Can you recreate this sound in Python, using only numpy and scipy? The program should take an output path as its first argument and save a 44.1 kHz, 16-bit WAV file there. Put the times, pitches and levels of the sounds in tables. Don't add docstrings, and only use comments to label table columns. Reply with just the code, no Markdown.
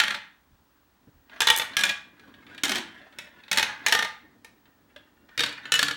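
import sys
import numpy as np
from scipy import signal
from scipy.fft import rfft, irfft, next_fast_len
from scipy.io import wavfile
from scipy.ndimage import map_coordinates

SR = 44100
rng = np.random.default_rng(int(sys.argv[2]) if len(sys.argv) > 2 else 0)


def generate_wav(signal):
    frames = np.transpose(np.atleast_2d(signal))
    scaled = np.clip(frames, -1, 1) * 32767
    pcm = np.round(scaled).astype(np.int16)
    wavfile.write(sys.argv[1], SR, pcm)


N = 263154
LENGTH = 8192
T = np.arange(LENGTH) / SR


def rattle(clack_db=22, ring_db=23, contact_hz=9000, radiates_hz=45):
    track = np.zeros(N)
    for start_s, level_db, body_db, treble_db in contacts():
        _, piece_db, boom_db, piece_modes, support_modes = piece_at(start_s)
        edge_hz = contact_hz * amp(treble_db / 2)
        piece = amp(piece_db) * softened(ring(piece_modes, scatter_db=-1.0), edge_hz)
        boom = amp(boom_db + body_db / 2) * ring(support_modes, scatter_db=2.5)
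        blow = amp(clack_db) * clack(body_db, treble_db, edge_hz)
        blow = blow + amp(ring_db) * (piece + boom)
        add(track, start_s, amp(level_db) * in_room(blow, wet_db=-6))
    return thinned(track, radiates_hz)


# start in seconds, treble in dB and body in dB
# of its knocks before the shifts with age and force, chatter in dB at the start.
DROPS = [(0, -12, -10.5, -31), (1.403, -5, -13, -31.5), (1.767, -4, -9, -32.5), (2.634, -2.5, -4, -30.5),
         (3.514, -4, -8.5, -32.5), (3.862, -5, -16, -31), (5.376, -7.5, -11, -34), (5.718, -3, -14, -32)]
# start in seconds, relative level in dB.
KNOCKS = [(0.0003, -11.5), (0.0362, -20.5), (0.0803, -24), (0.1063, -23.5), (0.1445, -27), (1.4046, -18),
          (1.4176, -19.5), (1.4715, -14.5), (1.4846, -18.5), (1.5011, -12), (1.5965, -22.5),
          (1.6165, -26.5), (1.7679, -18), (1.7917, -25), (1.8092, -24.5), (1.8361, -16.5), (1.8522, -25),
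          (1.8924, -22), (2.6352, -20.5), (2.653, -25.5), (2.6939, -24), (2.7178, -24), (2.756, -25.5),
          (2.7817, -32.5), (3.5143, -20.5), (3.529, -23), (3.5732, -18), (3.583, -18), (3.5954, -21.5),
          (3.6277, -18.5), (3.8634, -17), (3.8831, -22), (3.9236, -13), (3.9363, -24), (3.9492, -18.5),
          (3.9899, -21.5), (4.0248, -23), (4.0468, -27), (5.3769, -26.5), (5.3932, -22.5), (5.4057, -20.5),
          (5.4355, -21.5), (5.461, -30.5), (5.7203, -19), (5.7395, -20.5), (5.754, -25.5), (5.7917, -18.5),
          (5.8284, -16.5), (5.8826, -24.5), (5.91, -27)]
# start in seconds, relative level in dB,
# treble in dB.
TICKS = [(1.296, -48.5, -26.5), (1.3314, -42.5, -38.5), (1.3609, -54.5, -25), (1.3766, -56.5, -28),
         (1.7346, -38.5, -21.5), (2.1958, -51.5, -13), (2.3405, -49, -21), (2.4661, -48, -20),
         (2.5472, -45, -14), (2.5786, -38, -14.5), (3.1249, -54, -15), (3.1862, -33, -6),
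         (3.4357, -47, -21), (3.4805, -43, -20.5), (4.4463, -45, -3), (4.655, -58.5, -19.5),
         (4.962, -44, -15.5), (5.2896, -54, -15), (5.6545, -36, -19.5)]


def contacts(chatter_count=6, chatter_s=0.15, chatter_fade_db_per_s=28, tick_body_db=-9.5,
             dulling_db_per_s=34.5, body_fill_db_per_s=23, usual_knock_db=-26, body_give=0.6):
    blows = list(KNOCKS)
    for start_s, _, _, chatter_db in DROPS:
        slots = np.arange(chatter_count) + rng.random(chatter_count)
        for age_s in chatter_s * slots / chatter_count:
            level_db = chatter_db - chatter_fade_db_per_s * age_s + rng.normal(0, 1.5)
            blows.append((start_s + age_s, level_db))

    rows = [(start_s, level_db, tick_body_db, treble_db) for start_s, level_db, treble_db in TICKS]
    for blow_s, level_db in blows:
        fall = sum(blow_s >= drop[0] - .1 for drop in DROPS[1:])
        start_s, treble_db, body_db, _ = DROPS[fall]
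        age_s = blow_s - start_s
        body_db += body_fill_db_per_s * age_s
        body_db -= body_give * max(level_db - usual_knock_db, 0)
        rows.append((blow_s, level_db, body_db, treble_db - dulling_db_per_s * age_s))
    return rows


# frequency in Hz, width in Hz, level in dB.
TOP_RAMP = [(864, 23, -4.5), (1380, 12, 2.5), (1857, 20, 2), (3830, 30, -20.5), (4130, 93, -16),
            (6000, 48, -8)]
AMBER_CURVE = [(895, 37, -6), (1197, 24, -5.5), (1870, 14, -0.5), (2930, 14, -9.5), (3480, 29, 0.5),
               (5600, 57, -22.5), (6440, 190, -11)]
BLUE_CURVE = [(1150, 6.4, -6.5), (1656, 7.2, 5), (2410, 25, 0), (3487, 320, -11.5), (3980, 25, -16.5),
              (6200, 110, -18)]
GREEN_CURVE = [(239, 70, -27), (770, 25, -17), (1690, 12, 13.5), (2400, 56, 0), (3153, 140, 6.5),
               (5800, 95, -13), (6160, 120, -15)]
LOW_CURVE = [(866, 34, 5), (1860, 28, 9.5), (2000, 58, -3.5), (2520, 72, 6), (4100, 440, -3),
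             (4490, 38, -1)]
YELLOW_BEND = [(876, 45, 0), (1213, 11, 2), (1828, 23, 8.5), (2406, 73, -6), (3250, 39, -7.5),
               (5370, 29, -29.5), (6050, 110, -15)]
LAST_RAMP = [(1505, 44, -10), (1766, 53, 1.5), (1770, 34, -2.5), (2430, 44, -2), (2890, 56, 2),
             (3700, 39, 5.5), (4550, 140, 0.5), (5240, 44, -16.5)]
RAMP_END = [(1498, 15, 0.5), (1798, 29, 0.5), (2632, 26, -0.5), (2953, 18, 9), (4004, 48, -4),
            (6850, 46, -4)]
END_CUP = [(1387, 41, 1), (1697, 43, 4), (2422, 80, -22.5), (3510, 50, -2.5), (4300, 53, -3.5),
           (4600, 70, -1.5)]
SMALL_LOOP = [(585, 43, 4), (2000, 45, -14), (2610, 35, 5), (2980, 73, -0.5), (3400, 19, 8)]
YELLOW_CREST = [(594, 23, -0.5), (1745, 46, -9), (2760, 29, -0.5), (3340, 93, -1)]
# frequency in Hz, width in Hz, level in dB.
TOWER = [(85, 6.7, -6), (202, 20, 4), (239, 18, -8.5), (387, 13, -4.5), (475, 11, 0.5), (570, 13, 4.5),
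         (632.7, 27, -4)]
STEM = [(212, 25, -6.5), (390, 22, -10), (449, 28, -0.5), (492, 16, 3), (640, 36, -0.5), (953, 44, 0)]
HANGING_ARM = [(216, 15, 0.1), (256, 30.2, 0.16), (274.3, 12, 0.56), (329, 3.3, 0), (366, 14.2, 0.045)]
BOARDS = [(71.7, 11, -21), (138.6, 12.2, -3), (291.3, 10.5, 2.5), (469, 11, 0), (571.6, 12.5, -7)]
# start in seconds from which the piece is struck, relative ring in dB,
# relative boom in dB, resonances of the piece, resonances of its support.
PIECES = [(0, -6, -18, TOP_RAMP, TOWER), (1.2, -3.5, -10, AMBER_CURVE, STEM),
          (1.68, -2.5, -15, BLUE_CURVE, TOWER), (2.62, -6.5, -7, GREEN_CURVE, HANGING_ARM),
          (3.0, -5.5, -12.5, SMALL_LOOP, HANGING_ARM), (3.4, -4, -14, LOW_CURVE, TOWER),
          (3.84, -4, -5, YELLOW_BEND, STEM), (4.8, 2, -17.5, YELLOW_CREST, TOWER),
          (5.2, -0.5, 2, YELLOW_BEND, STEM), (5.37, -1.5, -6, LAST_RAMP, BOARDS),
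          (5.6, 2.5, -9, RAMP_END, BOARDS), (5.78, -2, -7.5, END_CUP, BOARDS)]


def piece_at(time_s):
    return PIECES[sum(time_s >= piece[0] for piece in PIECES[1:])]


def ring(modes, scatter_db):
    hz, width_hz, level_db = np.transpose(modes)[:, :, None]
    gain = amp(level_db + scatter_db * rng.standard_normal(hz.shape)) * width_hz
    gain = gain * rng.choice([-1, 1], hz.shape)
    decay = np.exp(-np.pi * width_hz * T)
    sound = np.sum(gain * decay * np.sin(2 * np.pi * hz * T), 0)
    return sound / np.linalg.norm(sound)


def clack(body_db, treble_db, edge_hz):
    body = burst([(90, -27.5), (200, 5), (950, -0.5), (1300, -17.5)], t60_s=0.11, rise_s=.002)
    middle = burst([(900, -31.5), (1200, 1), (4500, -2.5), (5600, -26)], t60_s=0.031, rise_s=0.00074)
    treble = burst([(4200, -30), (5200, 0)], t60_s=.018, rise_s=.0003)
    return amp(body_db) * body + softened(middle, 2 * edge_hz) + amp(treble_db) * treble


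# frequency in Hz, level in dB per Hz.
SHELL = [(50, -25.5), (150, -9.5), (400, -23.5), (750, -11.5), (1100, -6), (1700, 5), (2700, 2), (3700, 5),
         (4900, -5), (7000, -11.5), (10200, -18), (11800, -20), (16000, -27)]


def burst(band, t60_s, rise_s):
    sound = colour(noise(SHELL, LENGTH), band)
    sound = sound * fade(T, t60_s) * (1 - np.exp(-T / rise_s))
    return sound / np.linalg.norm(sound)


# start in seconds, level in dB.
GLASS_CLICKS = [(1.5629, -13.5), (1.5756, -14.5), (1.5855, -16.5)]
# frequency in Hz, level in dB per Hz.
GLASS = [(500, -16), (3200, -8.5), (5500, -6), (9300, -4), (10300, -12.5), (11200, 2), (12500, 2.5),
         (13800, -8.5), (16000, -16)]


def glass(t60_s=.009):
    track = np.zeros(N)
    for start_s, level_db in GLASS_CLICKS:
        click = noise(GLASS, LENGTH) * fade(T, t60_s)
        add(track, start_s, amp(level_db) * in_room(click, wet_db=-7.0, floor_echo=.2))
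    return track


# frequency in Hz, level in dB per Hz.
RUMBLE = [(40, -30), (90, -8), (180, -9), (265, 1), (380, -9), (600, -16.5), (1200, -25), (3000, -51.5)]
# frequency in Hz, level in dB per Hz.
GRIT = [(200, -29.5), (600, -8.5), (900, -4), (1150, -6), (1500, 3.5), (1850, 3.5), (2300, -9), (3400, -10),
        (4700, -20), (7000, -29.5), (10000, -35.5), (16000, -46.5)]


def rolling(rumble_db=-1, grit_db=-2, lumps_db=3, flutter_db=3, contact_hz=2400, skips_per_s=800):
    rumble_gain, grit_gain, ring_gain = roll_gains()
    rumble = noise(RUMBLE, N) * unit(amp(lumps_db * wobble(28)))
    pressure = amp(flutter_db * wobble(30))
    blows = unit(skips(skips_per_s) * pressure)
    grit = np.zeros(N)
    stretch = SR // 12
    for start in range(0, N, stretch):
        here = slice(start, start + stretch)
        shell = noise(GRIT, LENGTH) * fade(T, 0.092)
        shell = amp(grit_db) * shell / np.linalg.norm(shell)
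        piece_modes = piece_at(start / SR)[3]
        piece = softened(ring(piece_modes, scatter_db=9.5), contact_hz)
        shell_answer = signal.fftconvolve(grit_gain[here] * blows[here], shell)
        piece_answer = signal.fftconvolve(ring_gain[here] * blows[here], piece)
        add(grit, start / SR, in_room(shell_answer + piece_answer, wet_db=-7))
    return amp(rumble_db) * rumble_gain * rumble + grit


# start in seconds, end in seconds, relative grit in dB (the roll
# ends half the gain below it), gain on the way in dB, rumble in dB and ring in dB over the grit.
ROLLS = [(0.418, 1.3, -76, 2, 6, -13.5), (1.315, 1.766, -43.5, 4, -12, -4), (2.02, 2.632, -47, 13, 3, -16),
         (2.8, 3.06, -60.5, -8, -6, -2), (3.12, 3.452, -60.5, -3.5, -4, -9), (3.55, 3.867, -42, 3, -13, -4),
         (4.23, 4.566, -74.5, -2.5, 12.5, -8), (4.62, 5.276, -71, 1.5, 8.5, -9),
         (5.31, 5.7, -41.5, 11, -10, 1)]


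def roll_gains(edge_s=0.03):
    t = np.arange(N) / SR
    gains = np.zeros((3, N))
    for start_s, end_s, grit_db, gained_db, rumble_db, ring_db in ROLLS:
        way = np.clip((t - start_s) / (end_s - start_s), 0, 1)
        outside_s = np.abs(t - np.clip(t, start_s, end_s))
        gain = amp(grit_db - gained_db * (1.5 - way)) * np.exp(-(outside_s / edge_s) ** 2)
        shares = np.array([[amp(rumble_db)], [1], [amp(ring_db)]])
        gains = np.maximum(gains, gain * shares)
    return gains


def skips(per_s):
    return (rng.random(N) < per_s / SR) * rng.laplace(size=N)


# start in seconds, level in dB, swell in seconds, low cut in Hz.
BUMPS = [(.5, -58, 0.021, 25), (1.069, -51, 0.0087, 140), (1.13, -58, 0.028, 25), (2.271, -66, .025, 25)]
# frequency in Hz, level in dB per Hz.
BUMP = [(15, -19), (32, 8), (55, -3), (140, -6), (300, -19), (800, -32), (3000, -80)]


def soft_bumps():
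    track = np.zeros(N)
    for start_s, level_db, swell_s, low_hz in BUMPS:
        thud = unit(thinned(noise(BUMP, LENGTH), low_hz))
        swell = T / swell_s * np.exp(1 - T / swell_s)
        add(track, start_s, amp(level_db) * thud * swell)
    return track


# frequency in Hz, level in dB per Hz.
AIR = [(15, -39), (25, -7), (69, 0.5), (103, -9), (202, -7), (264, -3.5), (462, -16), (952, -10.5),
       (1910, -17), (2070, -20.5), (3830, -22), (4150, -23), (15000, -34)]


def background(air_db=-66, whine_db=-74, whine_hz=15735):
    whine = np.sqrt(2) * np.sin(2 * np.pi * whine_hz * np.arange(N) / SR)
    return amp(air_db) * noise(AIR, N) + amp(whine_db + 2.5 * wobble(5)) * whine


# frequency in Hz, t60 in seconds.
ROOM = [(100, 0.76), (300, 0.16), (800, 0.44), (2000, 0.44), (5000, 0.33), (9000, 0.29), (15000, 0.15)]


def in_room(x, wet_db, floor_echo=0.61, floor_s=.0026, build_s=0.0024):
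    hz, t, z = signal.stft(rng.standard_normal(SR // 2), SR, nperseg=256)
    tail = signal.istft(z * fade(t, along(ROOM, hz)[:, None]), SR, nperseg=256)[1]
    tail = tail * (1 - np.exp(-np.arange(len(tail)) / SR / build_s))
    response = amp(wet_db) * tail / np.linalg.norm(tail)
    response[0] += 1
    response[round(floor_s * SR * rng.uniform(.7, 1.3))] += floor_echo
    return signal.fftconvolve(x, response)


def softened(x, edge_hz):
    return signal.sosfilt(signal.butter(2, min(edge_hz, .45 * SR), fs=SR, output="sos"), x)


def thinned(x, low_hz):
    return signal.sosfilt(signal.butter(2, low_hz, "high", fs=SR, output="sos"), x)


def amp(db):
    return 10 ** (np.asarray(db) / 20)


def unit(x):
    return x / np.sqrt(np.mean(x ** 2) + 1e-20)


def along(points, hz):
    point_hz, value = np.transpose(points)
    return np.interp(np.log(hz + 1), np.log(point_hz + 1), value)


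def fade(t, t60_s):
    return np.exp(-np.log(1000) * t / t60_s)


def colour(x, spectrum):
    size = next_fast_len(len(x) + LENGTH)
    gain = amp(along(spectrum, np.fft.rfftfreq(size, 1 / SR)))
    return irfft(rfft(x, size) * gain, size)[:len(x)]


def noise(spectrum, size):
    return unit(colour(rng.standard_normal(size), spectrum))


def wobble(knots_per_s):
    knots = rng.standard_normal(int(N * knots_per_s / SR) + 4)
    return map_coordinates(knots, [np.arange(N) * knots_per_s / SR])


def add(track, start_s, sound):
    start = max(round(start_s * SR), 0)
    track[start:start + len(sound)] += sound[:N - start]


def scene():
    return (rattle() + glass() + rolling() + soft_bumps() + background())[None]


def record(dry, low_cut_hz=50, top_hz=16300):
    thin = thinned(dry, low_cut_hz)
    rounded = thin / (1 + (thin / .8) ** 6) ** (1 / 6)
    size = next_fast_len(N + LENGTH)
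    passed = np.fft.rfftfreq(size, 1 / SR) < top_hz
    return irfft(rfft(rounded, size) * passed, size)[:, :N]


dry = scene()
out = record(dry)
generate_wav(out)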